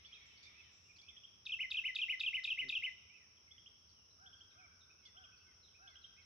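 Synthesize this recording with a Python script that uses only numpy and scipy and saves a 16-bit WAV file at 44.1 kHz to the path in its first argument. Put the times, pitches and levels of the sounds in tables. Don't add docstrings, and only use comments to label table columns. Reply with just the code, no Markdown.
import sys
import numpy as np
from scipy import signal
from scipy.fft import rfft, irfft
from scipy.io import wavfile
from scipy.ndimage import uniform_filter1d

SR = 44100
rng = np.random.default_rng(int(sys.argv[2]) if len(sys.argv) > 2 else 0)


def int16_out(signal):
    q = np.round(np.clip(np.atleast_2d(signal).T, -1, 1) * 32767)
    wavfile.write(sys.argv[1], SR, q.astype(np.int16))


N = 275625

# (tumble start [s], level [dB], arch start [s], level [dB])
SONG_PHRASES = [(1.448, -32, 1.589, -30.5), (1.698, -33, 1.8385, -29.5), (1.9432, -32, 2.0825, -28.5),
                (2.190, -31.5, 2.328, -29), (2.4306, -32.5, 2.5735, -29.5), (2.6794, -32.5, 2.822, -30)]
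# (offset [s], length [s], start [Hz], aim [Hz], glide [s], ease [-], curl [Hz],
# level [dB], swell [dB], attack [s], overtone gain [dB])
TUMBLE_NOTES = [(.002, .011, 1160, 2710, .0075, 3, 0, -28, 10, .004, -9),
                (.005, .009, 3400, 5250, .0043, 1.93, -0.5, -11.7, 0, .003, -13.5),
                (.0108, .0122, 3400, 4080, .0028, 1.5, -1600, -.5, 8, .0035, -2.5),
                (.0205, .0115, 2900, 2450, .004, 1.3, -80, -3.5, -7, .003, -2),
                (.0415, .0255, 3550, 2370, .0046, 1.5, 340, -2.2, -3, .0085, 1.5),
                (.0715, .033, 3370, 2440, .0185, 1.1, 0.5, -1.2, -.5, .003, -1)]
ARCH_NOTES = [(-.001, .0385, 2020, 2990, .0175, 2.7, -0.5, -4.1, 2.5, .009, 2),
              (.0375, .035, 3000, 2045, .0058, 1.25, -45, -5.2, -2, .004, -1)]
# (frequency [Hz], gain [dB])
DIRECT_EQ = [(2000, -4), (2280, -6.5), (2480, -2.5), (2680, 1.8), (2920, -1.6), (3250, 1.7), (3600, -2),
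             (4100, -2), (5000, -2.5)]
OVERTONE_EQ = [(3800, -22.5), (6000, -11), (8400, -14.5), (10000, -11), (12000, 3), (14000, -5.5),
               (15500, 0)]
TRUNK_EQ = [(1500, -16), (2050, -2.5), (2300, -1), (2650, 1.3), (3000, 4), (3400, 1.5), (3900, 1.5),
            (4500, 5.5), (7000, -3)]
# (level [dB], step per pip [dB], pip starts [s])
PIP_CALLS = [(-56, 1, (.044, .120)), (-58, 0, (.982,)), (-53.7, 0, (1.081, 1.161, 1.233)),
             (-60.5, 2.6, (3.506, 3.576, 3.658)), (-56.5, -.4, (4.257, 4.325, 4.402)),
             (-56.8, .4, (5.049, 5.166, 5.236)), (-55, 1, (5.870, 5.953, 6.037))]
# (offset [s], length [s], start [Hz], middle [Hz], end [Hz], level [dB])
UPSLUR_LED_NOTES = [(0, 0.043, 2170, 2360, 2540, -3), (.043, 0.059, 2450, 2610, 2120, -0.5),
                    (.075, .1, 2210, 2020, 1720, -13)]
FALLING_NOTES = [(0, .042, 2210, 2600, 2280, 0.5), (.08, .05, 2658, 2630, 2580, -5),
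                 (.132, .088, 2190, 2125, 1780, -6)]
# (time [s], level [dB])
UPSLUR_LED_PHRASES = [(.087, -61.5), (.526, -61), (1.014, -64), (3.088, -60.3)]
# (time [s], length [s], top [Hz], level [dB])
LONE_WHISTLES = [(.05, .037, 4600, -70), (.095, .03, 2400, -66), (.132, 0.034, 3780, -60),
                 (.201, .06, 2280, -64.5), (.30, .035, 2650, -66), (.367, .026, 4600, -65),
                 (.446, .035, 3720, -59.5), (.453, .044, 2374, -62.5), (.848, .03, 2820, -69),
                 (.885, .04, 2456, -63.5), (.944, .034, 2600, -66), (4.10, .022, 4000, -73),
                 (4.578, .039, 2517, -66), (4.618, 0.049, 2340, -65), (6.16, .08, 2200, -69)]
# (time [s], length [s], start [Hz], level [dB])
CHIPS = [(.42, .035, 2520, -63.5), (1.742, .038, 1890, -69), (3.369, .016, 3500, -67),
         (3.47, .027, 2400, -66.5), (3.538, .03, 2200, -71), (3.931, 0.12, 3195, -73),
         (4.502, .026, 4200, -69.5), (4.52, .015, 2450, -68), (4.803, .025, 4150, -66),
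         (5.365, .023, 5200, -68), (5.625, .042, 4270, -64.5), (5.675, .022, 3600, -66),
         (6.016, .041, 4270, -65)]
# (time [s], top [Hz], level [dB])
YELPS = [(4.186, 787.5, -69), (4.552, 755, -69.5), (5.142, 765, -69), (5.787, 785.6, -68)]
# (time [s], level [dB])
TICKS = [(0.428, -60.5), (0.962, -67.5), (1.014, -73), (3.892, -70), (5.051, -67.5)]
# (frequency [Hz], level [dB], t60 [s])
CREAK_MODES = [(149.7, -7.5, .03), (260, 0.5, 0.043), (371, 2.5, 0.045), (490, -14.5, 0.013)]
# (time [s], length [s], level [dB])
BUZZES = [(0.253, .11, -84), (0.707, .34, -84)]
# (frequency [Hz], relative density [dB])
AIR_SPECTRUM = [(20, -25.5), (45, -13), (76, 4), (105, -2), (140, -9.5), (185, -7.5), (290, -14),
                (380, -11), (800, -18.5), (1300, -14), (1900, -22.5), (2800, -16), (4300, -23),
                (7000, -43.5)]
HISS_SPECTRUM = [(4000, -43), (4900, -15.5), (5450, 1.5), (5800, -1.5), (6250, -15.5), (6650, -38.5),
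                 (9000, -39), (11500, -30), (12500, -44.5), (15500, -55)]
# (frequency [Hz], correlation [-])
STEREO_CORRELATION = [(60, 0.98), (120, 0.9), (220, 0.67), (420, 0), (900, 0)]


def songbird(waver=.0039, overtone_db=-43.7, snap_db=-28, warm_up_db=-6.3, warm_up_s=.085):
    song, reedy, wobble = np.zeros(N), np.zeros(N), waver * drift(270)
    first_s = SONG_PHRASES[0][0]
    for tumble_s, tumble_db, arch_s, arch_db in SONG_PHRASES:
        for notes, s, db in ((TUMBLE_NOTES, tumble_s, tumble_db), (ARCH_NOTES, arch_s, arch_db)):
            for offset_s, *shape, reed_db in notes:
                sung_db = db + warm_up_db * max(0, 1 - ((s + offset_s - first_s) / warm_up_s) ** 3)
                detune = .005 * rng.standard_normal()
                note = gain_of(sung_db) * sing(glide(*shape, release_s=.005), wobble + detune)
                add(song, s + offset_s, note)
                add(reedy, s + offset_s, note * gain_of(reed_db + .8 * (sung_db + 32)))
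    direct = colour(song, DIRECT_EQ)
    overtones = gain_of(overtone_db) * rough_overtones(colour(reedy, DIRECT_EQ))
    snap = gain_of(snap_db) * sweep_snap(direct)
    echoes = forest(colour(song, TRUNK_EQ), near_db=-8.5, near_t60_s=.2, far_db=-18.5, far_t60_s=1.25)
    glints = forest(overtones, near_db=-2.5, near_t60_s=.17, far_db=-16, far_t60_s=.5)
    splash = forest(snap, near_db=5.5, near_t60_s=.33, far_db=-16.5, far_t60_s=.6)
    return place(direct + overtones + snap, right_db=-.2, lead_ms=.026) + echoes + glints + splash


def rough_overtones(song, jitter_rad=.22):
    tone = signal.hilbert(song)
    phase = np.angle(tone) + jitter_rad * drift(900)
    return colour(abs(tone) * sum(np.cos(k * phase) for k in range(2, 7)), OVERTONE_EQ)


def sweep_snap(song, onset_hz=3200, ramp_hz=800):
    tone = signal.hilbert(song)
    phase = np.unwrap(np.angle(tone))
    pitch_hz = uniform_filter1d(np.gradient(phase), size=40) * SR / (2 * np.pi)
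    strain = abs(tone) * np.clip((pitch_hz - onset_hz) / ramp_hz, 0, 1)
    hiss = noise([(1000, -25), (3000, -7.5), (4800, -.5), (7400, -3.5), (8300, -19), (11000, -12),
                  (14000, -31)])
    return strain * hiss[0]


def pipping_bird(pitches_hz=(3540, 3400, 3330), flutter_db=2.5):
    pips, wobble = np.zeros(N), .015 * drift(300)
    for db, step_db, starts_s in PIP_CALLS:
        for index, (s, hz) in enumerate(zip(starts_s, pitches_hz)):
            contour = glide(length_s=.0275, start_hz=.72 * hz, aim_hz=hz, glide_s=.0052, ease=1.55,
                            curl_hz=-.1 * hz, db=db + step_db * index, swell_db=-1,
                            attack_s=.007, release_s=.009)
            add(pips, s, sing(contour, wobble))
    pips *= gain_of(flutter_db * drift(250))
    echoes = forest(pips, near_db=-8, near_t60_s=.68, far_db=-5, far_t60_s=1.2)
    return place(pips, right_db=3.1, lead_ms=.96) + echoes


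def far_warblers(falling_from_s=4.891, falling_every_s=.425, falling_db=-66.7, ends_db=-12):
    phrases = [(UPSLUR_LED_NOTES, s, db) for s, db in UPSLUR_LED_PHRASES]
    phrases += [(FALLING_NOTES, s, falling_db) for s in np.arange(falling_from_s, N / SR, falling_every_s)]
    chorus, wobble = np.zeros(N), .014 * drift(300)
    for notes, s, db in phrases:
        for offset_s, length_s, *pitches_hz, note_db in notes:
            add(chorus, s + offset_s, sing(bow(length_s, pitches_hz, db + note_db, ends_db), wobble))
    for s, length_s, top_hz, db in LONE_WHISTLES:
        add(chorus, s, sing(bow(length_s, top_hz * np.array([.9, 1, .86]), db, ends_db), wobble))
    chorus *= gain_of(2 * drift(90))
    echoes = forest(chorus, near_db=-2, near_t60_s=.26, far_db=-2.5, far_t60_s=1.7)
    return place(chorus, right_db=7.5, lead_ms=.06) + echoes


def falling_chips(ends_db=-11):
    chips, wobble = np.zeros(N), .018 * drift(300)
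    for s, length_s, start_hz, db in CHIPS:
        add(chips, s, sing(bow(length_s, start_hz * np.array([1, .9, .83]), db, ends_db), wobble))
    chips *= gain_of(2 * drift(90))
    echoes = forest(chips, near_db=-1, near_t60_s=.26, far_db=-3, far_t60_s=1.2)
    return place(chips, right_db=1.5, lead_ms=-.25) + echoes


def deep_song(level_db=-61, until_s=.65, head_start_s=.22, count=30, wash_db=-69, fade_db_per_s=40):
    song, wobble = np.zeros(N), .004 * drift(200)
    for index, (when, pitch, bend, size) in enumerate(rng.random(size=(count, 4))):
        hz, db = 2000 + 1700 * pitch ** 2, level_db + 4 * (size - 1)
        contour = [(0, hz, db - 10.5), (.025, hz * (1 + .06 * (bend - .5)), db), (.06, hz * .94, db - 17)]
        add(song, (head_start_s + until_s) * (index + when) / count, sing(contour, wobble))
    echoes = forest(song, near_db=-1.5, near_t60_s=.2, far_db=-7, far_t60_s=.47)
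    skip = round(head_start_s * SR)
    echoes = np.pad(echoes[:, skip:], ((0, 0), (0, skip)))
    fade_db = -fade_db_per_s * np.maximum(np.arange(N) / SR - until_s, 0)
    wash = noise([(1000, -18), (1250, -10), (1550, -17), (1850, -8.5), (2400, -3.5), (3600, -4.5),
                  (4100, -10.5), (6000, -44.5)])
    return echoes + wash * gain_of(wash_db + fade_db)


def yelps(length_s=.122):
    low, octave = np.zeros(N), np.zeros(N)
    steady, hoarse = .0056 * drift(200), .035 * drift(300)
    for s, top_hz, db in YELPS:
        pitches_hz = top_hz * np.array([.75, 1, .74])
        add(low, s, sing(bow(length_s, pitches_hz, db - 1, ends_db=-14), steady))
        add(octave, s, sing(bow(length_s, 2 * pitches_hz, db + 7, ends_db=-8), hoarse))
    echoes = forest(low, near_db=-20, near_t60_s=.31, far_db=-11, far_t60_s=1)
    smear = forest(octave, near_db=-4.5, near_t60_s=1, far_db=-3, far_t60_s=2.6)
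    return place(low + octave, right_db=2, lead_ms=.31) + echoes + smear


def chatter(level_db=-73, spread_db=2, from_s=3.8, count=30):
    flicks, wobble = np.zeros(N), .025 * drift(400)
    for when, pitch, slope, length, size in rng.random(size=(count, 5)):
        hz, span_s = 2300 + 2400 * pitch, .012 + .02 * length
        db = level_db + spread_db * (2 * size - 1)
        bend = .12 * (2 * slope - 1)
        contour = [(0, hz * (1 - bend), db - 11), (span_s / 2, hz, db), (span_s, hz * (1 + bend), db - 11)]
        add(flicks, from_s + (N / SR - from_s) * np.sqrt(when), sing(contour, wobble))
    echoes = forest(flicks, near_db=-3, near_t60_s=.25, far_db=-7, far_t60_s=.9)
    return place(flicks, right_db=-1, lead_ms=-.044) + echoes


def ticks(attack_s=.0011, decay_s=.038):
    bursts, t = np.zeros(N), np.arange(SR // 6) / SR
    for s, db in TICKS:
        add(bursts, s, gain_of(db) * np.exp(-t / decay_s) * np.minimum(t / attack_s, 1))
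    bursts *= gain_of(3.5 * drift(600))
    return bursts * noise([(1500, -24), (3500, -12), (4800, 1.5), (6500, -17), (8500, -34), (14000, -45)])


def creak(start_s=2.612, length_s=.084, slip_hz=127, jitter_s=.00074, level_db=-64):
    slips, t = np.zeros(N), np.arange(SR // 10) / SR
    for s in np.arange(0, length_s, 1 / slip_hz):
        size = (.57 + .4 * np.sin(np.pi * s / length_s)) * (1 + .088 * rng.standard_normal())
        add(slips, start_s + s + jitter_s * rng.standard_normal(), np.array([size]))
    body = sum(gain_of(db - 60 * t / t60_s) * np.sin(2 * np.pi * hz * t) for hz, db, t60_s in CREAK_MODES)
    dull = signal.sosfilt(signal.butter(4, 600, fs=SR, output="sos"), body)
    direct = gain_of(level_db) * signal.oaconvolve(slips, dull)[:N]
    return direct + forest(direct, near_db=-7.5, near_t60_s=.25, far_db=-12, far_t60_s=.9)


def buzzes(fade_db=8):
    envelope = np.zeros(N)
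    for s, length_s, db in BUZZES:
        t = np.arange(round(length_s * SR)) / SR
        add(envelope, s, gain_of(db - fade_db * t / length_s) * signal.windows.tukey(len(t), .1))
    envelope *= gain_of(2 * drift(120))
    return envelope * noise([(5500, -50), (6700, -6), (7600, -3), (8200, -30), (10000, -50)])


def background(air_db=-73, hiss_db=-68):
    rumble = noise(AIR_SPECTRUM) * gain_of(air_db + .28 * drift(2.9))
    return rumble + noise(HISS_SPECTRUM) * gain_of(hiss_db)


def forest(x, near_db, near_t60_s, far_db, far_t60_s, taps_per_s=2000):
    t = np.arange(2 * SR) / SR
    taps = rng.standard_normal((2, len(t))) * (rng.random((2, len(t))) < taps_per_s / SR)
    taps *= np.clip((t - .004) / .01, 0, 1)
    near, far = (evened(gain_of(-60 * t / t60_s)) for t60_s in (near_t60_s, far_t60_s))
    tail = evened(taps) * np.hypot(gain_of(near_db) * near, gain_of(far_db) * far) / np.sqrt(len(t))
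    return signal.fftconvolve(x[None], tail, axes=1)[:, :N]


def place(x, right_db, lead_ms):
    hz = np.fft.rfftfreq(N, 1 / SR)
    late = irfft(rfft(x) * np.exp(-2j * np.pi * hz * lead_ms / 1000), N)
    return np.array([late / gain_of(right_db / 2), x * gain_of(right_db / 2)])


def sing(contour, wobble):
    s, hz, db = np.transpose(contour)
    t = np.arange(s.min(), max(s.max(), s.min() + .004), 1 / SR)
    pitch_hz = uniform_filter1d(np.interp(t, s, hz), size=90, mode="nearest")
    pitch_hz *= 1 + wobble[rng.integers(N // 2):][:len(t)]
    fade = np.minimum(1, np.minimum(t - t[0], t[-1] - t) / .001)
    return gain_of(np.interp(t, s, db)) * fade * np.sin(2 * np.pi * np.cumsum(pitch_hz) / SR)


def glide(length_s, start_hz, aim_hz, glide_s, ease, curl_hz, db, swell_db, attack_s, release_s):
    u = np.linspace(0, 1, num=60)
    t = u * length_s
    hz = aim_hz + (start_hz - aim_hz) * np.exp(-(t / glide_s) ** ease) + curl_hz * u ** 2.5
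    ramp = np.clip(np.minimum(t / attack_s, (length_s - t) / release_s), .05, 1)
    gate = np.sin(np.pi / 2 * ramp) ** 1.5
    return np.column_stack([t, hz, db + swell_db * (u - .5) + 20 * np.log10(gate)])


def bow(length_s, pitches_hz, db, ends_db):
    u = np.linspace(0, 1, num=21)
    hz = np.polyval(np.polyfit([0, .5, 1], pitches_hz, 2), u)
    return np.column_stack([u * length_s, hz, db + ends_db * (2 * u - 1) ** 2])


def noise(spectrum):
    hz = np.fft.rfftfreq(N, 1 / SR)
    left, other = rfft(rng.standard_normal((2, N)))
    correlation = log_interp(STEREO_CORRELATION, hz)
    right = correlation * left + np.sqrt(1 - correlation ** 2) * other
    return evened(irfft(np.array([left, right]) * gain_of(log_interp(spectrum, hz)), N))


def drift(rate_hz):
    hz = np.fft.rfftfreq(N, 1 / SR)
    return evened(irfft(rfft(rng.standard_normal(N)) * np.exp(-(hz / rate_hz) ** 2), N))


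def colour(x, spectrum):
    return irfft(rfft(x) * gain_of(log_interp(spectrum, np.fft.rfftfreq(N, 1 / SR))), N)


def log_interp(points, hz):
    points_hz, values = np.transpose(points)
    return np.interp(np.log(hz + 1), np.log(points_hz + 1), values)


def add(mix, s, sound):
    part = mix[max(round(s * SR), 0):][:len(sound)]
    part += sound[:len(part)]


def gain_of(db):
    return 10 ** (np.asarray(db) / 20)


def evened(x):
    return x / np.sqrt(np.mean(x ** 2) + 1e-20)


def scene():
    voices = songbird() + pipping_bird() + far_warblers() + falling_chips() + chatter()
    return voices + buzzes() + deep_song() + yelps() + ticks() + creak() + background()


def record(dry, cutoff_hz=15600):
    lowpass = signal.firwin(511, cutoff_hz, window=("kaiser", 9), fs=SR)
    return signal.oaconvolve(dry, lowpass[None], "same")


dry = scene()
out = record(dry)
int16_out(out)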